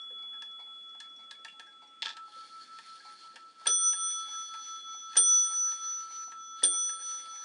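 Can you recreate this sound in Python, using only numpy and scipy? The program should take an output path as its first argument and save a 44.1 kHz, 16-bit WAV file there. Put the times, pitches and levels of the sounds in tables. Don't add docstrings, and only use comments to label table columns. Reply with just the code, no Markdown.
import sys
import numpy as np
from scipy import signal
from scipy.fft import rfft, irfft
from scipy.io import wavfile
from scipy.ndimage import uniform_filter1d

SR = 44100
rng = np.random.default_rng(int(sys.argv[2]) if len(sys.argv) > 2 else 0)


def natural_amplitude(level_db):
    exponent = np.asarray(level_db, float) / 20
    return 10 ** exponent


def materialize(psi):
    bounded = np.clip(np.atleast_2d(psi).T, -1, 1)
    quanta = np.round(bounded * 32767).astype(np.int16)
    wavfile.write(sys.argv[1], SR, quanta)


N = 328104

# (time [s], peak [dB], wooden thud peak [dB],
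# faint soft onset just before the blow [dB], sag of the train under the lift [dB])
BLOW_TABLE = [(3.6674, -12, -29.5, -29, -12), (5.166, -13, -32, -31.5, -11.5), (6.632, -11, -28, -38, -21)]
# (frequency [Hz], relative level [dB], time to fall 60 dB [s])
CASE_MODES = [(318, -5.5, 0.4), (384, -4, 0.27), (468, 2.5, 0.086), (513, -2.5, .08), (513.6, -24, 3.3),
              (234, -9, .07)]
# (frequency [Hz], relative level [dB], time to fall 60 dB [s])
PLATE_MODES = [(923.6, -1.5, 0.062), (1170, -1, 0.011), (1675, -1.5, .05), (1749, 2, .03),
               (2430, -1.5, 0.005)]
# (frequency [Hz], relative level [dB], time to fall 60 dB [s])
WHEEL_MODES = [(3474, 11.5, 0.014), (4160, 17.5, 0.0022), (4800, -4, 0.009), (8000, -22, 0.0072),
               (9600, -29.5, 0.041)]


def level(x, db):
    return x * natural_amplitude(db) / np.sqrt(np.mean(x ** 2))


def band(x, hz, width):
    return signal.lfilter(*signal.iirpeak(hz, hz / width, fs=SR), x)


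def flicker(rate, db):
    steps = rng.standard_normal(999)
    return natural_amplitude(db * np.interp(np.arange(N) / SR * rate, np.arange(999), steps))


def every(period_s, first):
    scatter_db = 1.5
    s = np.arange(first[0], N / SR, period_s)
    return np.c_[s, first[1:] + scatter_db * rng.standard_normal((len(s), 1))]


def knocks(events, modes, contact_s):
    out = np.zeros(N + 2 * SR)
    t = np.arange(int(0.8 * SR)) / SR
    ring = sum(natural_amplitude(db) * np.sin(2 * np.pi * hz * t) * 1000.0 ** (-t / t60) for hz, db, t60 in modes)
    press = t[:4096] / contact_s
    force = (1 - np.exp(-3 * press)) ** 2 * np.exp(-press)
    for s, db in events:
        scrape = rng.standard_normal(4096) * force
        hit = np.diff(signal.fftconvolve(ring, scrape))
        start = int(s * SR)
        out[start:start + len(hit)] += hit * natural_amplitude(db) / np.abs(hit).max()
    return out[:N]


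def room():
    # (frequency [Hz], relative level per Hz [dB])
    hiss_colour = [(100, -17.5), (250, -11.5), (500, -18.5), (1200, -22.5), (2000, -22.5), (3000, -23),
                   (5300, -28), (9100, -29), (11000, -56)]
    hz = np.fft.rfftfreq(N, 1 / SR) + 1
    colour_hz, colour_db = np.transpose(hiss_colour)
    colour = natural_amplitude(np.interp(np.log(hz), np.log(colour_hz), colour_db))
    noise = rfft(rng.standard_normal(N)) * colour
    out = 0
    for octave in np.arange(5, 14.5, 0.5):
        share = np.clip(1 - 2 * np.abs(np.log2(hz) - octave), 0, 1)
        out = out + irfft(noise * share, N) * flicker(7.9, 2.0)
    return level(out, -69)


def clocks():
    # (frequency [Hz], relative level [dB], time to fall 60 dB [s])
    dull_body = [(860, 6, 0.011), (841, -7.5, 0.31), (960, -9.5, 0.052)]
    # (frequency [Hz], relative level [dB], time to fall 60 dB [s])
    dull_bright = [(2232, -1.5, 0.046), (4000, -14, 0.035), (4530, -3, 0.013), (5440, -29, .04)]
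    # (frequency [Hz], relative level [dB], time to fall 60 dB [s])
    thin_body = [(857, -9, 0.2), (1635, -1, 0.08), (5230, -31, 0.048)]
    # (time [s], body peak [dB], treble peak [dB])
    dull_tick = (.587, -52.5, -54)
    dull_tock = (1.185, -58, -58)
    # (time [s], peak [dB])
    thin_tick = (.3267, -52.5)
    thin_tock = (.947, -51.5)
    dull_period_s, thin_period_s = 1.2284, 1.3323

    beats = np.vstack([every(dull_period_s, dull_tick), every(dull_period_s, dull_tock)])
    dull = knocks(beats[:, :2], dull_body, 0.014) + knocks(beats[:, ::2], dull_bright, 0.022)

    thin = knocks(every(thin_period_s, thin_tick), thin_body, 0.015)
    thin = thin + knocks(every(thin_period_s, thin_tock), dull_body, 0.0041)

    stray = rng.random((60, 2)) * [N / SR, 12.0] + [0, -70.0]
    creaks = knocks(stray[::2], dull_body, 0.019) + knocks(stray[1::2], PLATE_MODES, 0.011)
    creaks = creaks + natural_amplitude(4) * knocks(stray[::3], dull_bright, 0.0069)
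    return dull + thin + creaks


def train():
    # (frequency [Hz], width [Hz], relative level [dB])
    patter_modes = [(951, 100, -16), (1705, 90, 0.5), (2140, 990, -8), (3440, 450, 0.5), (4167, 71, 6.5),
                    (4360, 90, 8.5), (5200, 100, -6.5), (5940, 1200, -42), (9150, 240, -9)]
    # (time from the blow [s], share of the sag [0-1])
    lift_shape = [(-0.39, 0), (-.45, .2), (-0.22, 0.65), (-0.095, 0.8), (-.05, 0.11), (0.8, 0),
                  (0.3, 0.018)]
    start_s, spin_up_s = 2.193, 0.16
    t = np.arange(N) / SR

    strikes = rng.random(N) < 700 / SR
    teeth = strikes * rng.standard_normal(N) * natural_amplitude(3.5 * rng.standard_normal(N))
    push = level(teeth, 0) + 1.9 * rng.standard_normal(N)
    body = 0
    for hz, width, db in patter_modes:
        ringing = level(band(push, hz, width), 0) * np.sqrt(width)
        body = body + natural_amplitude(db) * flicker(30, 3.5) * ringing

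    sag_db = 0
    for blow in BLOW_TABLE:
        sag_db = sag_db + blow[-1] * np.interp(t - blow[0], *np.transpose(lift_shape), left=0, right=0)
    spin_up = np.clip((t - start_s) / spin_up_s, 0, 1)
    return level(body, -56.5) * natural_amplitude(sag_db) * spin_up


def movement():
    tick_times = [0.4202, 1.0012, 1.595, 2.167, 2.7852, 3.3569, 3.927, 4.537, 5.13, 5.7153, 6.317, 6.8902]
    # (time [s], plate peak [dB], wheel peak [dB])
    lever_clicks = [(1.3089, -42, -36.5), (1.4462, -37.5, -39.5)]
    # (time [s], plate peak [dB], wheel peak [dB])
    lever_bounces = [(2.0206, -42, -32.5), (2.0266, -28, -31), (2.054, -31.5, -39.5), (2.058, -52, -30),
                     (2.0672, -30.5, -45), (2.081, -35, -40.5), (2.091, -53, -39.5), (2.1015, -36, -51),
                     (2.110, -38, -46)]
    # (time [s], peak [dB])
    grate_times = [(1.48, -41), (1.497, -49)]
    # (frequency [Hz], relative level [dB], time to fall 60 dB [s])
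    grate_modes = [(2770, -1, 0.024)]
    # (time [s], peak [dB])
    fleck_times = [(.01, -56.5), (.51, -64), (.89, -59), (1.09, -63), (1.16, -54), (1.23, -59), (1.39, -65),
                   (1.66, -63), (1.87, -59)]
    # (frequency [Hz], relative level [dB], time to fall 60 dB [s])
    fleck_modes = [(3740, -8, 0.028), (4350, -6, 0.037), (5630, 3, 0.039)]
    # (time [s], peak [dB])
    case_bumps = [(.1, -52.5), (1.385, -61.5), (2.36, -58.5), (3.33, -60)]

    s = np.array(tick_times)
    plate_scatter, wheel_scatter = 2 * rng.standard_normal((2, len(s)))
    beats = np.c_[s, -41 - 0.13 * s + plate_scatter, -36.5 - 2 * s + wheel_scatter]
    onsets = [(blow[0] - 0.012, blow[3], blow[3] - 13.5) for blow in BLOW_TABLE]
    ticks = np.vstack([beats, lever_clicks, onsets])
    soft = knocks(ticks[:, :2], PLATE_MODES, 0.0069)
    soft = soft + natural_amplitude(3.5) * knocks(ticks[:, ::2], WHEEL_MODES, 0.0028)

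    lever = np.array(lever_bounces)
    hard = knocks(lever[:, :2], PLATE_MODES, 0.0015)
    hard = hard + natural_amplitude(12) * knocks(lever[:, ::2], WHEEL_MODES[:3], 0.0015)

    when, softness = rng.random((2, 24))
    rattles = np.c_[2.022 + 0.11 * when, -34 - 3 * when - 6 * softness]
    rattle = knocks(rattles, WHEEL_MODES[:3], 0.0026)
    blunt = uniform_filter1d(hard + rattle, size=4)

    grate = knocks(grate_times, grate_modes + PLATE_MODES[-1:], 0.0044)
    flecks = knocks(fleck_times, fleck_modes, 0.0062)
    bumps = knocks(case_bumps, CASE_MODES, 0.012)
    return soft + blunt + grate + flecks + bumps


def hammer():
    # (frequency [Hz], relative level [dB], time to fall 60 dB [s])
    clang_modes = [(1424, -22, 0.35), (3423, -7, .08), (5980, -11.5, 0.013), (8860, -7.5, 0.05)]
    s, peak_db, thud_db = np.array(BLOW_TABLE).T[:3]
    blows, thuds = np.c_[s, peak_db], np.c_[s, thud_db]
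    metal = WHEEL_MODES + PLATE_MODES
    clang = knocks(blows, clang_modes, 0.006)
    crack = knocks(blows, metal, 0.014) + natural_amplitude(0.5) * knocks(blows, metal, 0.00098)
    thud = knocks(thuds, CASE_MODES, 0.00025) + natural_amplitude(-11.5) * knocks(thuds, CASE_MODES, 0.033)
    return natural_amplitude(-2) * clang + natural_amplitude(-12) * crack + thud


def twins(k):
    # (lower twin [Hz], beat rate [Hz])
    pair_tones = [(1319.81, 5.69), (3399.95, 1.69), (5965.8, 3.5), (8907.2, .85)]
    # (lower twin [s], upper twin [s])
    pair_decays = [(10, 18.), (7.8, 2.28), (2.69, 2.445), (0.98, 0.55)]
    # (time [s], lower twin [dB], upper twin [dB], delay to the first swell [s])
    pair_rings = [
        [(0, -58, -58.5, 0.029), (2.06, -47.5, -49.5, .16), (3.67, -40, -44, 0.011), (5.169, -48, -40.5, .16),
         (6.637, -49, -44, 0.13)],
        [(0, -39, -50.5, 0.35), (2.06, -63, -66.5, 0.31), (3.67, -37.5, -43.5, .56), (5.169, -48.5, -36, 0.16),
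         (6.637, -55.5, -37.5, 0.069)],
        [(3.67, -22, -24, 0.16), (5.169, -23, -18, .19), (6.637, -30, -28, .2)],
        [(3.67, -16, -16, .64), (5.169, -21, -11.5, .72), (6.637, -19.5, -16.5, 0.83)],
    ]
    # (time [s], gain [dB])
    pair_sway = [
        [(0, 0.5)],
        [(1.1, 0.35), (2., -2.5), (4.4, 0.5), (4.63, -3), (4.85, 2.5), (5.13, -1), (5.2, 0.3), (5.85, 1.5),
         (5.99, -11.5), (6.27, -18), (6.4, 2.5), (6.62, 8.5), (6.66, 0.3)],
        [(3.7, 6.5), (3.76, -3), (3.8, -11.5), (3.88, 2.5), (4.1, -4.5), (4.5, -5), (4.9, 2.5), (5.15, 8.5),
         (5.18, -0.43)],
        [(3.8, 0.4), (3.95, -3), (4.07, 7), (4.29, -10), (4.39, 2), (4.55, -5), (5.36, 0.9), (5.41, -4.5),
         (5.47, 4.5), (5.6, -2.2)],
    ]

    hz, beat_hz = pair_tones[k]
    low_t60, high_t60 = pair_decays[k]
    rings = np.array(pair_rings[k])
    t = np.arange(N) / SR
    last = np.searchsorted(rings[:, 0], t, side="right") - 1
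    start, low_db, high_db, swell = rings[np.maximum(last, 0)].T
    age = np.maximum(t - start, 0)

    lower = natural_amplitude(low_db) * 1000.0 ** (-age / low_t60)
    upper = natural_amplitude(high_db) * 1000.0 ** (-age / high_t60) * np.exp(2j * np.pi * beat_hz * (age - swell))
    sway = natural_amplitude(np.interp(t, *np.transpose(pair_sway[k])))
    shape = (lower + upper) * (last >= 0) * sway
    rise = int(0.0025 * SR)
    smooth = uniform_filter1d(shape.real, rise) + 1j * uniform_filter1d(shape.imag, rise)
    return (smooth * np.exp(2j * np.pi * hz * t)).imag


def opening_gain():
    # (end [s], rise [dB per s], centre of first drop [s], drop width [s], drop depth [0-1])
    gain_shape = (2.03, 3.8, 0.057, 0.0076, 0.84)
    end, rise_db, first, width, depth = gain_shape
    rate = 5.775
    t = np.arange(N) / SR
    since = (((t - first) * rate + 0.5) % 1 - 0.5) / rate
    gain = natural_amplitude(rise_db * t) * (1 - depth * np.exp(-(since / width) ** 2))
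    return np.where(t < end, gain, 1)


def bell():
    return twins(0) * opening_gain() + twins(1) + twins(2) + twins(3)


def scene():
    near = movement() + clocks()
    t = np.arange(SR // 2) / SR
    echo_t60_s = 0.18
    tail = rng.standard_normal(len(t)) * 1000.0 ** (-t / echo_t60_s) * (t > 0.004)
    echo = signal.fftconvolve(near, tail / np.sqrt(np.sum(tail ** 2)))[:N]
    mix = near + natural_amplitude(-6) * echo + hammer() + bell() + train() + room()
    return mix[None]


def band_limit(x):
    return signal.sosfilt(signal.butter(12, 11160, fs=SR, output="sos"), x)


def record(dry):
    bass_cut = signal.butter(3, 200, "highpass", fs=SR, output="sos")
    treble_cut = signal.butter(12, 10000, fs=SR, output="sos")
    mix = signal.sosfilt(treble_cut, signal.sosfilt(bass_cut, dry))
    return band_limit(mix)


dry = scene()
out = record(dry)
materialize(out)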